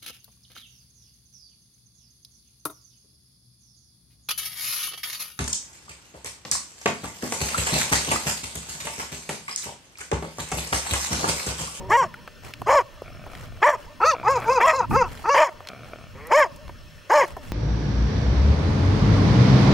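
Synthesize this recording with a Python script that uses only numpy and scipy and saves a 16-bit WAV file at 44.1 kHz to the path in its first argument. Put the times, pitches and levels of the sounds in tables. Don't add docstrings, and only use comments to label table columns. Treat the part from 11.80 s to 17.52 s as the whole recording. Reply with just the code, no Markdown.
import sys
import numpy as np
from scipy import signal
from scipy.io import wavfile
from scipy.ndimage import uniform_filter1d

SR = 44100
rng = np.random.default_rng(int(sys.argv[2]) if len(sys.argv) > 2 else 0)


def output_pcm(signal):
    pcm = np.clip(np.atleast_2d(signal).T, -1, 1) * 32767
    wavfile.write(sys.argv[1], SR, np.round(pcm).astype(np.int16))


N = 252252


def gain_of(db):
    return 10 ** (np.asarray(db) / 20)


def evened(x):
    return x / np.sqrt(np.mean(x ** 2) + 1e-20)


def steady(x):
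    return x / np.sqrt(uniform_filter1d(x ** 2, size=900, mode="reflect") + 1e-9)


def slow_noise(n, size):
    return evened(uniform_filter1d(rng.standard_normal(n), size=size))


def read(points, hz):
    f, value = np.transpose(points)
    return np.interp(np.log(hz + 1), np.log(f + 1), value)


def since(start_s, curve):
    times, values = np.transpose(curve)
    return times - start_s, values


def add(mix, start_s, sound):
    part = mix[..., round(max(start_s, 0) * SR):][..., :sound.shape[-1]]
    part += sound[..., :part.shape[-1]]


def resonate(x, hz, width_hz):
    turn = np.exp(2j * np.pi * np.cumsum(hz * np.ones(len(x))) / SR)
    r = np.exp(-np.pi * width_hz / SR)
    smoothed = signal.lfilter([(1 - r) ** 2], [1, -2 * r, r * r], x / turn + 1e-18)
    return 2 * (turn * smoothed).real


def tract(drive, modes, mouth):
    total = 0
    for k, (hz, width_hz, db) in enumerate(modes):
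        total = total + (-1) ** k * gain_of(db) * resonate(drive, hz * mouth, width_hz)
    return total


def coloured(points, same, patchy_db, size):
    frames, hz = 4 * N // size + 5, np.fft.rfftfreq(size, 1 / SR)
    a, b, c, d, patches = rng.standard_normal((frames, len(hz), 5)).T
    patches = uniform_filter1d(patches, size=6, axis=0)
    patches = evened(uniform_filter1d(patches, size=6, axis=1))
    left, same = a + 1j * b, np.clip(same, 0, 1)
    right = same * left + np.sqrt(1 - same ** 2) * (c + 1j * d)
    spectra = np.array([left, right]) * gain_of(read(points, hz)[:, None] + patchy_db * patches)
    return evened(signal.istft(spectra, nperseg=size, noverlap=size * 3 // 4)[1][:, :N])


def panned(x, pan_db):
    return np.array([x * gain_of(pan_db / 2), x * gain_of(-pan_db / 2)])


def heard_from(x, pan_db, scatter_db):
    decaying = rng.standard_normal(240) * np.exp(-np.arange(240) / 60)
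    taps = signal.lfilter([1, -.86], [1], decaying)
    side = gain_of(scatter_db) * signal.oaconvolve(x, taps / np.linalg.norm(taps))[:N]
    side -= x * (side @ x) / (x @ x)
    return panned(x, pan_db) + np.array([side, -side])


def folds(hz, rough, weak, jitter, top_hz, dull_db, spread):
    n = len(hz)
    wobble, shimmer = slow_noise(n, 80), slow_noise(n, 80)
    turns = np.cumsum(hz * (1 + jitter * (rough + 0.282 * weak) * wobble)) / SR
    k = np.arange(1, int(top_hz / hz.min()))[:, None]
    slope_db = -dull_db * np.log2(k * hz / 600)
    knots = rng.standard_normal((len(k), n // 600 + 2))
    drift = np.array([np.interp(np.arange(n) / 600, np.arange(len(row)), row) for row in knots])
    slope = gain_of(slope_db + np.minimum(1.4 * k, 4.5) * drift) * (k * hz < top_hz)
    partials = np.cos(2 * np.pi * k * turns + spread * k ** 2) * slope
    pulses = partials.sum(0) * np.sqrt(hz / top_hz * 2)
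    pulses *= (1 + np.clip(weak, 0, 1.5) * np.cos(np.pi * turns)) * (1 + rough * shimmer)
    puffs = evened((0.54 + np.exp(-(turns % 1) / 0.69)) * rng.standard_normal(n))
    rough = np.clip(rough, 0, 1)
    return (1 - rough) * pulses + rough * puffs, puffs


SLIP_AT_HZ, SLIP_HZ = 458.3, 51.3
SHUT, OPENING_S = 0.94, 0.068
RASP_FOLLOWS, RASP_SHARE = .12, .5
RELEASE_DB = -10


def arch(effort, rise, fall, first_hz, top_hz, last_hz, break_s, break_hz, bends, db_per_octave):
    t = np.arange(-rise, fall, 1 / SR)
    up, down = np.clip(-t / rise, 0, 1), np.clip(t / fall, 0, 1)
    hz = top_hz - (top_hz - first_hz) * up ** bends[0] - (top_hz - last_hz) * down ** bends[1]
    hz -= break_hz * (t < -break_s) * (t + rise) / (rise - break_s)
    slipped = (t > 0) * (hz < SLIP_AT_HZ)
    hz -= SLIP_HZ * slipped * (hz - last_hz) / max(SLIP_AT_HZ - last_hz, SLIP_HZ)
    s, db = effort
    end_s = max(rise + fall, s[-1] + 0.0009)
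    effort_db = np.interp(t + rise, [*s, end_s], [*db, db[-1] + RELEASE_DB])
    effort_loss_db = uniform_filter1d(effort_db, size=1300, mode="nearest") - db.max()
    fade_db = db_per_octave * np.log2(hz / top_hz) + RASP_SHARE * effort_loss_db
    opening = 1 - (1 - SHUT) * np.exp(-(t + rise) / OPENING_S)
    return t, hz, effort_db, opening, (hz / top_hz) ** RASP_FOLLOWS, fade_db


ONSET_ROUGH, TIRED_ROUGH = .16, .33


def frayed(t):
    return np.where(t < 0, ONSET_ROUGH * (t / t[0]) ** 2, TIRED_ROUGH * (t / t[-1]) ** 3)


# (centre [Hz], width [Hz], level [dB])
TEETH_MODES = [(4094, 270, 6), (5220, 610, 15.5), (6130, 150, 11.5), (6774, 680, 13.5)]
# (centre [Hz], width [Hz], level [dB])
LIP_MODES = [(8600, 11200, -4.5), (15600, 1400, -19)]
MOUTH_PASS_HZ = (360, 3400)
HISS_SAG_DB_PER_S = 43


def voice(effort_db, hz, rough, weak, mouth, teeth, rasp_db, throat, breathy, hiss_db,
          top_hz=9500, lift_db=0, dull_db=0):
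    n = len(hz)
    hz = uniform_filter1d(hz, size=150, mode="nearest")
    slack_db = dull_db + .22 * np.clip(-12 - effort_db, 0, 22)
    drive, puffs = folds(hz, rough, weak, jitter=.14, top_hz=top_hz, dull_db=slack_db, spread=.3)

    (low_hz, low_width_hz, low_db), *upper = TEETH_MODES
    rings = [(low_hz, low_width_hz, low_db + lift_db), *upper]
    rasp_gusts, hiss_gusts = slow_noise(n, 500), slow_noise(n, 500)
    rasp = steady(tract(drive + (breathy + 1.5 * rough) * puffs, rings, teeth))
    rasp *= gain_of(3 * rasp_gusts)
    sag_db = HISS_SAG_DB_PER_S * np.arange(n) / SR
    hiss = tract(puffs, LIP_MODES, teeth) * gain_of(hiss_db + 3.5 * hiss_gusts - sag_db)

    mouth_band = signal.butter(3, MOUTH_PASS_HZ, "band", fs=SR, output="sos")
    radiated = signal.sosfilt(mouth_band, tract(drive, throat, mouth))
    sound = gain_of(effort_db) * steady(radiated) + gain_of(rasp_db) * (rasp + hiss)
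    return sound * signal.windows.tukey(n, 900 / n)


# (centre [Hz], width [Hz], level [dB])
HOARSE_THROAT = [(361, 127, -4), (650.5, 149.5, 12.5), (982, 154, 13.5), (1174, 244, 10), (1834, 452, 4),
                 (2357, 596, -2.5), (3307, 510, -7.5)]
HOARSE_BENDS = (1.9, 1.9)
HOARSE_RASP_DB_PER_OCTAVE = 12
HOARSE_HISS_DB = 0
HOARSE_ROUGH, WEAK_FLOOR = .09, .04
WEAK_FLUTTER_DB = 3


def hoarse_bark(effort, *row):
    *shape, weak, weak_s, half_length_s, mouth, teeth, rasp_db, dull_db = row
    t, hz, effort_db, opening, glide, fade_db = arch(
        effort, *shape, HOARSE_BENDS, HOARSE_RASP_DB_PER_OCTAVE)
    flutter = gain_of(WEAK_FLUTTER_DB * slow_noise(len(t), 300))
    span = np.exp(-((t - weak_s) / half_length_s) ** 6)
    weak = WEAK_FLOOR + weak * span * flutter
    rough = HOARSE_ROUGH + frayed(t) + .11 * weak
    return voice(effort_db, hz, rough, weak, mouth * opening, teeth * glide, rasp_db + fade_db,
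                 HOARSE_THROAT, .5, HOARSE_HISS_DB, dull_db=dull_db)


# (start [s], rise [s], fall [s], first pitch [Hz], top pitch [Hz], last pitch [Hz],
#  voice break before the top [s], its leap [Hz], every-second-pulse weakening [0-1],
#  its centre from the top [s], its half length [s], mouth opening [factor],
#  rasp pitch [factor], rasp at the top [dB], base dullness [dB per octave])
HOARSE_BARKS = [ (0.08, 0.091, 0.11, 258.3, 547.8, 244.5, 0.0036, 70, 0.06, -0.012, 0.014, 0.95, 1.11, -32.5, 1),
                (0.857, 0.084, 0.089, 322.2, 597, 321.6, 0.0029, 39, 0.9, -0.021, 0.036, 0.98, 1.024, -35.5, 3),
                (1.813, 0.067, 0.088, 324, 598.5, 394, 0.022, 48, 0.84, 0.014, 0.035, 1.002, 1.09, -33.5, 1.5),
                (2.798, 0.087, 0.062, 357, 639.5, 453, 0.022, 69, 0.78, 0.027, 0.053, 1.057, 1.056, -34.5, 0.5),
                (3.539, 0.072, 0.092, 292.6, 623.5, 310, 0.054, 6.7, 0.75, 0.0055, 0.056, 0.974, 1.04, -33, -0.8),
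                (4.494, 0.088, 0.099, 235.3, 612.7, 274.4, 0.012, 5.4, 0.65, 0.0075, 0.017, 0.97, 1.03, -33, 1.4),
                (5.292, 0.069, 0.1, 283, 601.4, 304.5, 0.032, 36.5, 0.63, 0.0063, 0.047, 0.95, 1.02, -32.5, 1.5),
                ]
# (time [s], level [dB])
HOARSE_EFFORT = [
    [(0.088, -46), (0.108, -19.5), (0.158, -7.5), (0.172, -16.5), (0.2, -13.5), (0.242, -22.5),
     (0.272, -45)],
    [(0.864, -37), (0.87, -24.5), (0.896, -15.5), (0.946, -16.5), (0.99, -12.5), (1.02, -32.5)],
    [(1.817, -35), (1.831, -6), (1.893, -9), (1.923, -25), (1.941, -21), (1.968, -35)],
    [(2.804, -21), (2.812, -18), (2.83, -16.5), (2.858, -12.5), (2.868, -19.5), (2.897, -10.5),
     (2.925, -23), (2.94, -34)],
    [(3.546, -16.5), (3.554, -18.5), (3.56, -17), (3.632, -8.5), (3.656, -22), (3.692, -29.5)],
    [(4.496, -45.5), (4.518, -16), (4.564, -9), (4.626, -10.5), (4.678, -36.5)],
    [(5.296, -28.5), (5.31, -16.5), (5.362, -9.5), (5.424, -16), (5.466, -34)],
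]


def hoarse_dog():
    out = np.zeros(N)
    for (start_s, *row), effort in zip(HOARSE_BARKS, HOARSE_EFFORT):
        add(out, start_s, hoarse_bark(since(start_s, effort), *row))
    return out


# (centre [Hz], width [Hz], level [dB])
CLEAR_THROAT = [(350, 106, -7), (533, 96, 5), (1017, 177, 13.5), (1404, 183, 10), (2010, 1100, -11),
                (2865, 237, -5)]
CLEAR_BENDS = (1.6, 1.4)
CLEAR_RASP_DB_PER_OCTAVE, CLEAR_HISS_DB = 21, -5.5
CLEAR_ROUGH, CLEAN_S = .1, .035
CLEAN_SHARE = .65


def clear_bark(effort, *row):
    *shape, mouth, teeth, rasp_db, lift_db = row
    t, hz, effort_db, opening, glide, fade_db = arch(
        effort, *shape, CLEAR_BENDS, CLEAR_RASP_DB_PER_OCTAVE)
    clean = CLEAN_SHARE * np.exp(-(t / CLEAN_S) ** 2)
    rough = CLEAR_ROUGH * (1 - clean) + frayed(t)
    return voice(effort_db, hz, rough, 0, mouth * opening, teeth * glide, rasp_db + fade_db,
                 CLEAR_THROAT, .33, CLEAR_HISS_DB, lift_db=lift_db)


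# (start [s], rise [s], fall [s], first pitch [Hz], top pitch [Hz], last pitch [Hz],
#  voice break before the top [s], its leap [Hz], mouth opening [factor], rasp pitch [factor],
#  rasp at the top [dB], lift of the lowest rasp resonance [dB])
CLEAR_BARKS = [ (2.198, 0.094, 0.076, 309, 659.4, 282, 0.051, 60, 0.97, 0.91, -29.5, 7),
               (2.428, 0.091, 0.095, 292, 554, 354.5, 0.038, 49, 0.91, 1, -36, 4),
               (2.643, 0.095, .08, 404.6, 539, 360.8, 0.0402, 30, 0.907, 0.97, -37.5, 6),
               (2.924, 0.041, 0.097, 504, 547.5, 272, 0.0076, 13.7, 0.93, 1, -38.5, 11),
               (3.106, 0.074, 0.11, 266, 543, 265.3, 0.0192, 60, 0.936, 0.97, -38.5, 0),
               (3.436, 0.083, 0.11, 289, 569.6, 457, 0.026, 57, 0.95, 0.92, -37, -1), ]
# (time [s], level [dB])
CLEAR_EFFORT = [
    [(2.203, -30), (2.211, -24), (2.237, -13), (2.257, -17), (2.293, -16), (2.337, -24.5), (2.347, -28),
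     (2.355, -34.5)],
    [(2.432, -36), (2.448, -29), (2.46, -24.5), (2.478, -14), (2.544, -24.5), (2.572, -21), (2.605, -35.5)],
    [(2.65, -40), (2.694, -15), (2.752, -24.5), (2.782, -15.5), (2.795, -26.5), (2.812, -25)],
    [(2.94, -20.5), (2.976, -28), (3.006, -17.5), (3.022, -27), (3.032, -28), (3.08, -32.5)],
    [(3.11, -19), (3.116, -28.5), (3.126, -27), (3.164, -15), (3.192, -21.5), (3.224, -15), (3.232, -24.5),
     (3.248, -28), (3.28, -39)],
    [(3.44, -37), (3.458, -24.5), (3.468, -27), (3.494, -16.5), (3.542, -21)],
]


def clear_dog():
    out = np.zeros(N)
    for (start_s, *row), effort in zip(CLEAR_BARKS, CLEAR_EFFORT):
        add(out, start_s, clear_bark(since(start_s, effort), *row))
    return out


# (centre [Hz], width [Hz], level [dB])
GROWL_THROAT = [(450, 890, -19), (668, 190, -5.5), (1337, 400, -4.5), (2338, 350, -2), (3630, 990, -11.5)]
GROWL_ROUGH, HUM_HZ = .2, 120


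def growl(length_s, first_db, last_db, first_rate, last_rate, hum_db):
    level_db = np.linspace(first_db, last_db, round(length_s * SR))
    n = len(level_db)
    stumble = np.exp(.08 * np.clip(slow_noise(n, 1000), -1.3, 3))
    rate = np.linspace(first_rate, last_rate, n) * stumble
    drive = folds(rate, GROWL_ROUGH, 0, jitter=0.367, top_hz=3750, dull_db=7.0, spread=0)[0]
    rumble = evened(tract(drive * stumble ** 4, GROWL_THROAT, 1.0))
    hum = evened(resonate(rng.standard_normal(n), HUM_HZ, 18.0)) * signal.windows.tukey(n, .6)
    return gain_of(level_db) * rumble * signal.windows.tukey(n, .08) + gain_of(hum_db) * hum


# (start [s], length [s], first level [dB], last level [dB], first rate [pulses/s],
#  last rate [pulses/s], chest hum [dB])
GROWLS = [(1.237, 0.34, -47, -51.5, 42.5, 50.5, -58), (1.499, 0.37, -50.5, -54.5, 55, 44, -51),
          (2.332, 0.44, -42, -38, 60.3, 54, -44.5), (3.887, 0.22, -42.5, -51.5, 64, 81, -50),
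          (4.108, 0.19, -43, -53.5, 42, 32, -53)]


def growls():
    out = np.zeros(N)
    for start_s, *row in GROWLS:
        add(out, start_s, growl(*row))
    return out


# (centre [Hz], width [Hz], level [dB])
MOAN_THROAT = [(436, 180, -2), (1053, 480, -3.5), (1780, 430, -4), (2220, 510, -6)]
MOAN_ROUGH, MOAN_RASP_DB = .22, -51


def moan(length_s, first_hz, last_hz, first_db, last_db, mouth, top_hz):
    level_db = np.linspace(first_db, last_db, round(length_s * SR))
    hz = np.linspace(first_hz, last_hz, len(level_db))
    return voice(level_db, hz, MOAN_ROUGH, 0, mouth, 1, level_db + MOAN_RASP_DB,
                 MOAN_THROAT, 1, HOARSE_HISS_DB, top_hz=top_hz)


# (start [s], length [s], first pitch [Hz], last pitch [Hz], first level [dB], last level [dB],
#  mouth opening [factor], highest partial [Hz])
MOANS = [(0, 0.13, 183.2, 195.6, -39.5, -43, 1.01, 1150), (4.346, .165, 129.4, 171.6, -48, -41, 1.07, 2840)]


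def moans():
    out = np.zeros(N)
    for start_s, *row in MOANS:
        add(out, start_s, moan(*row))
    return out


# (time [s], level [dB]) before the treble loss
ECHOES = [(.006, -20.5), (.09, -30), (0.236, -37)]


def outdoors(x):
    t = np.arange(SR // 2) / SR
    taps = rng.standard_normal((2, len(t))) * gain_of(-60 * t / .5) * (t > .02)
    taps *= gain_of(-27) / np.linalg.norm(taps[0])
    for delay_s, db in ECHOES:
        taps[:, round(delay_s * SR)] += gain_of(db)
    far = signal.lfilter([.015], [1, -1.76, .775], taps)
    return signal.fftconvolve(x[None], far, axes=1)[:, :N]


# (frequency [Hz], relative density [dB per Hz])
CRUNCH = [(290, -0.5), (500, 2.5), (914, -0.5), (1250, -1), (1650, -1.5), (3960, -10), (15500, -21.5)]
# (start [s], length [s], level [dB])
STEPS = [(0.616, 0.12, -45.5), (1.474, 0.23, -47.5), (1.96, 0.11, -51), (2.538, 0.12, -47.5),
         (3.229, 0.25, -45.5), (3.653, 0.1, -53), (4.03, 0.1, -54), (5.4, 0.15, -46.5), (5.601, 0.14, -48)]


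def steps():
    breaks = rng.random(N) < 500 / SR
    size = gain_of(1.3 * np.minimum(rng.exponential(1, N), 5)) * breaks
    envelope = evened(1 + signal.lfilter([1], [1, -.98], size))
    crackle = coloured(CRUNCH, .5, 2.5, size=512) * envelope
    weight = np.zeros(N)
    for start_s, length_s, db in STEPS:
        add(weight, start_s, gain_of(db) * signal.windows.tukey(round(length_s * SR), .5))
    return crackle * weight


# (time [s], peak before panning [dB], centre [Hz], width [Hz], burst t60 [s])
BURSTS = [(0.341, -28.5, 2020, 1730, 0.016), (0.341, -33, 1410, 161, 0.03), (0.389, -44, 2100, 500, 0.019),
          (0.476, -27.5, 950, 1650, 0.03), (.737, -24.5, 2680, 3530, 0.019),
          (0.818, -21.5, 690, 885, 0.012), (1.22, -24, 465, 637, 0.015), (1.464, -31, 486, 900, 0.057),
          (1.551, -28.5, 2400, 3180, 0.022), (1.773, -37, 890, 1500, 0.0098),
          (2.573, -38, 9100, 11000, 0.0096), (2.602, -35, 8000, 10000, .012),
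          (2.619, -26.5, 1050, 1320, 0.37), (2.638, -33, 1530, 140, 0.14), (2.685, -36, 11200, 14000, .012),
          (3.805, -29.5, 636, 1140, 0.02), (3.851, -39, 2300, 1240, 0.013),
          (3.872, -27.5, 2410, 3970, 0.018), (3.887, -24, 3020, 3900, 0.015),
          (4.47, -33, 10600, 7000, 0.018), (4.761, -40, 8000, 12000, 0.03), (4.88, -32, 900, 1910, 0.011),
          (4.894, -29, 474, 1185, 0.049), (5.479, -40, 9000, 12000, .012), (5.567, -25.5, 557, 744, 0.058)]


def ringing_bursts():
    out, t = np.zeros(N), np.arange(2000) / SR
    for start_s, db, hz, width_hz, t60_s in BURSTS:
        burst = rng.standard_normal(len(t)) * gain_of(-60 * t / max(t60_s, .003))
        ring = resonate(burst, hz, width_hz) + 0.014 * burst
        add(out, start_s, gain_of(db) * ring / abs(ring).max())
    return heard_from(out, 0.28, -11.5)


# (time [s], level [dB])
WIND = [(0.0, -35.5), (0.558, -54.5), (0.84, -40), (0.99, -49.5), (1.58, -42), (2.01, -51), (2.561, -44),
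        (2.93, -42.5), (3.14, -30.5), (3.25, -35), (3.68, -55), (3.9, -51.5), (4.3, -44.5), (4.78, -44),
        (5.26, -52), (5.72, -38)]
# (frequency [Hz], relative density [dB per Hz])
WIND_COLOUR = [(8.8, -53), (15, -4.5), (86, 0), (146, -6), (223, -9.5), (295, -13.5), (378, -88),
               (500, -53), (650, -51), (1100, -120)]
# (start [s], length [s], mean level of the ports [dB])
BUFFETS = [(.0, 0.089, -53), (0.789, 0.05, -39.5), (3.087, 0.088, -25.5), (4.719, 0.051, -45)]


def wind():
    s, db = np.transpose(WIND)
    t, slaps, same = np.arange(N) / SR, np.zeros(N), .3
    for start_s, length_s, slap_db in BUFFETS:
        add(slaps, start_s, gain_of(slap_db) * signal.windows.tukey(round(length_s * SR), .5))
    flutter = coloured([(30, -7.5), (150, 6), (350, -3), (700, -36.5)], same, 2.7, size=1024)
    rumble = coloured(WIND_COLOUR, same, 3.7, size=2048)
    return rumble * gain_of(np.interp(t, s, db)) + slaps * flutter * gain_of([[-2.], [2.]])


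# (frequency [Hz], rms level [dB])
WHINE = [(598, -65), (1798, -66), (2998, -70), (2697, -68), (3300, -69), (3601, -72), (3898, -73),
         (4199, -71), (4500, -75), (4802, -76), (5356, -73), (6298, -75), (15622, -80)]
THROB_HZ, THROB_DB, THROB_PER_S = 5400, -67, 41.3


def drive_motor():
    t = np.arange(N) / SR
    tones = np.zeros(N)
    for hz, db in WHINE:
        tones += np.sqrt(2) * gain_of(db) * np.sin(2 * np.pi * (hz * t + rng.random()))
    beat = np.exp(2 * np.cos(2 * np.pi * THROB_PER_S * t))
    throb = gain_of(THROB_DB) * evened(beat * resonate(rng.standard_normal(N), THROB_HZ, 110))
    return np.array([tones + throb, tones + .5 * throb])


# (frequency [Hz], relative density [dB per Hz])
AIR = [(120, -19), (200, 3.5), (598, 6), (815, -2.5), (1170, 4.5), (2220, -1), (2620, 1.5), (5060, -9),
       (5440, -6.5), (7420, -12.5), (15700, -18.5)]
AIR_DB = -54


def open_air():
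    return gain_of(AIR_DB) * coloured(AIR, .65, 3.0, size=1024)


def scene():
    hoarse = hoarse_dog() + moans() + growls()
    clear = clear_dog()
    dogs = heard_from(hoarse, 0.73, -21.0) + heard_from(clear, 1.0, -4.5) + outdoors(hoarse + clear)
    return dogs + steps() + ringing_bursts() + wind() + drive_motor() + open_air()


def ducked(x):
    power_db = 10 * np.log10(abs(uniform_filter1d((x ** 2).mean(0), size=600)) + 1e-10)
    fall_db = np.arange(N) * 61.0 / SR
    held_db = np.maximum.accumulate(power_db + fall_db) - fall_db
    over_db = np.maximum(held_db + 15.0, 0)
    return x / gain_of(0.91 * uniform_filter1d(over_db, size=200))


EDGE_HZ = 15800


def record(dry):
    notched = signal.lfilter(*signal.iirnotch(3720, 14, SR), dry)
    soft = 0.8 * np.tanh(ducked(notched) / 0.67)
    low_pass = signal.firwin(1023, EDGE_HZ, window=("kaiser", 9), fs=SR)
    return signal.oaconvolve(soft, low_pass[None], "same")


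dry = scene()
out = record(dry)
output_pcm(out)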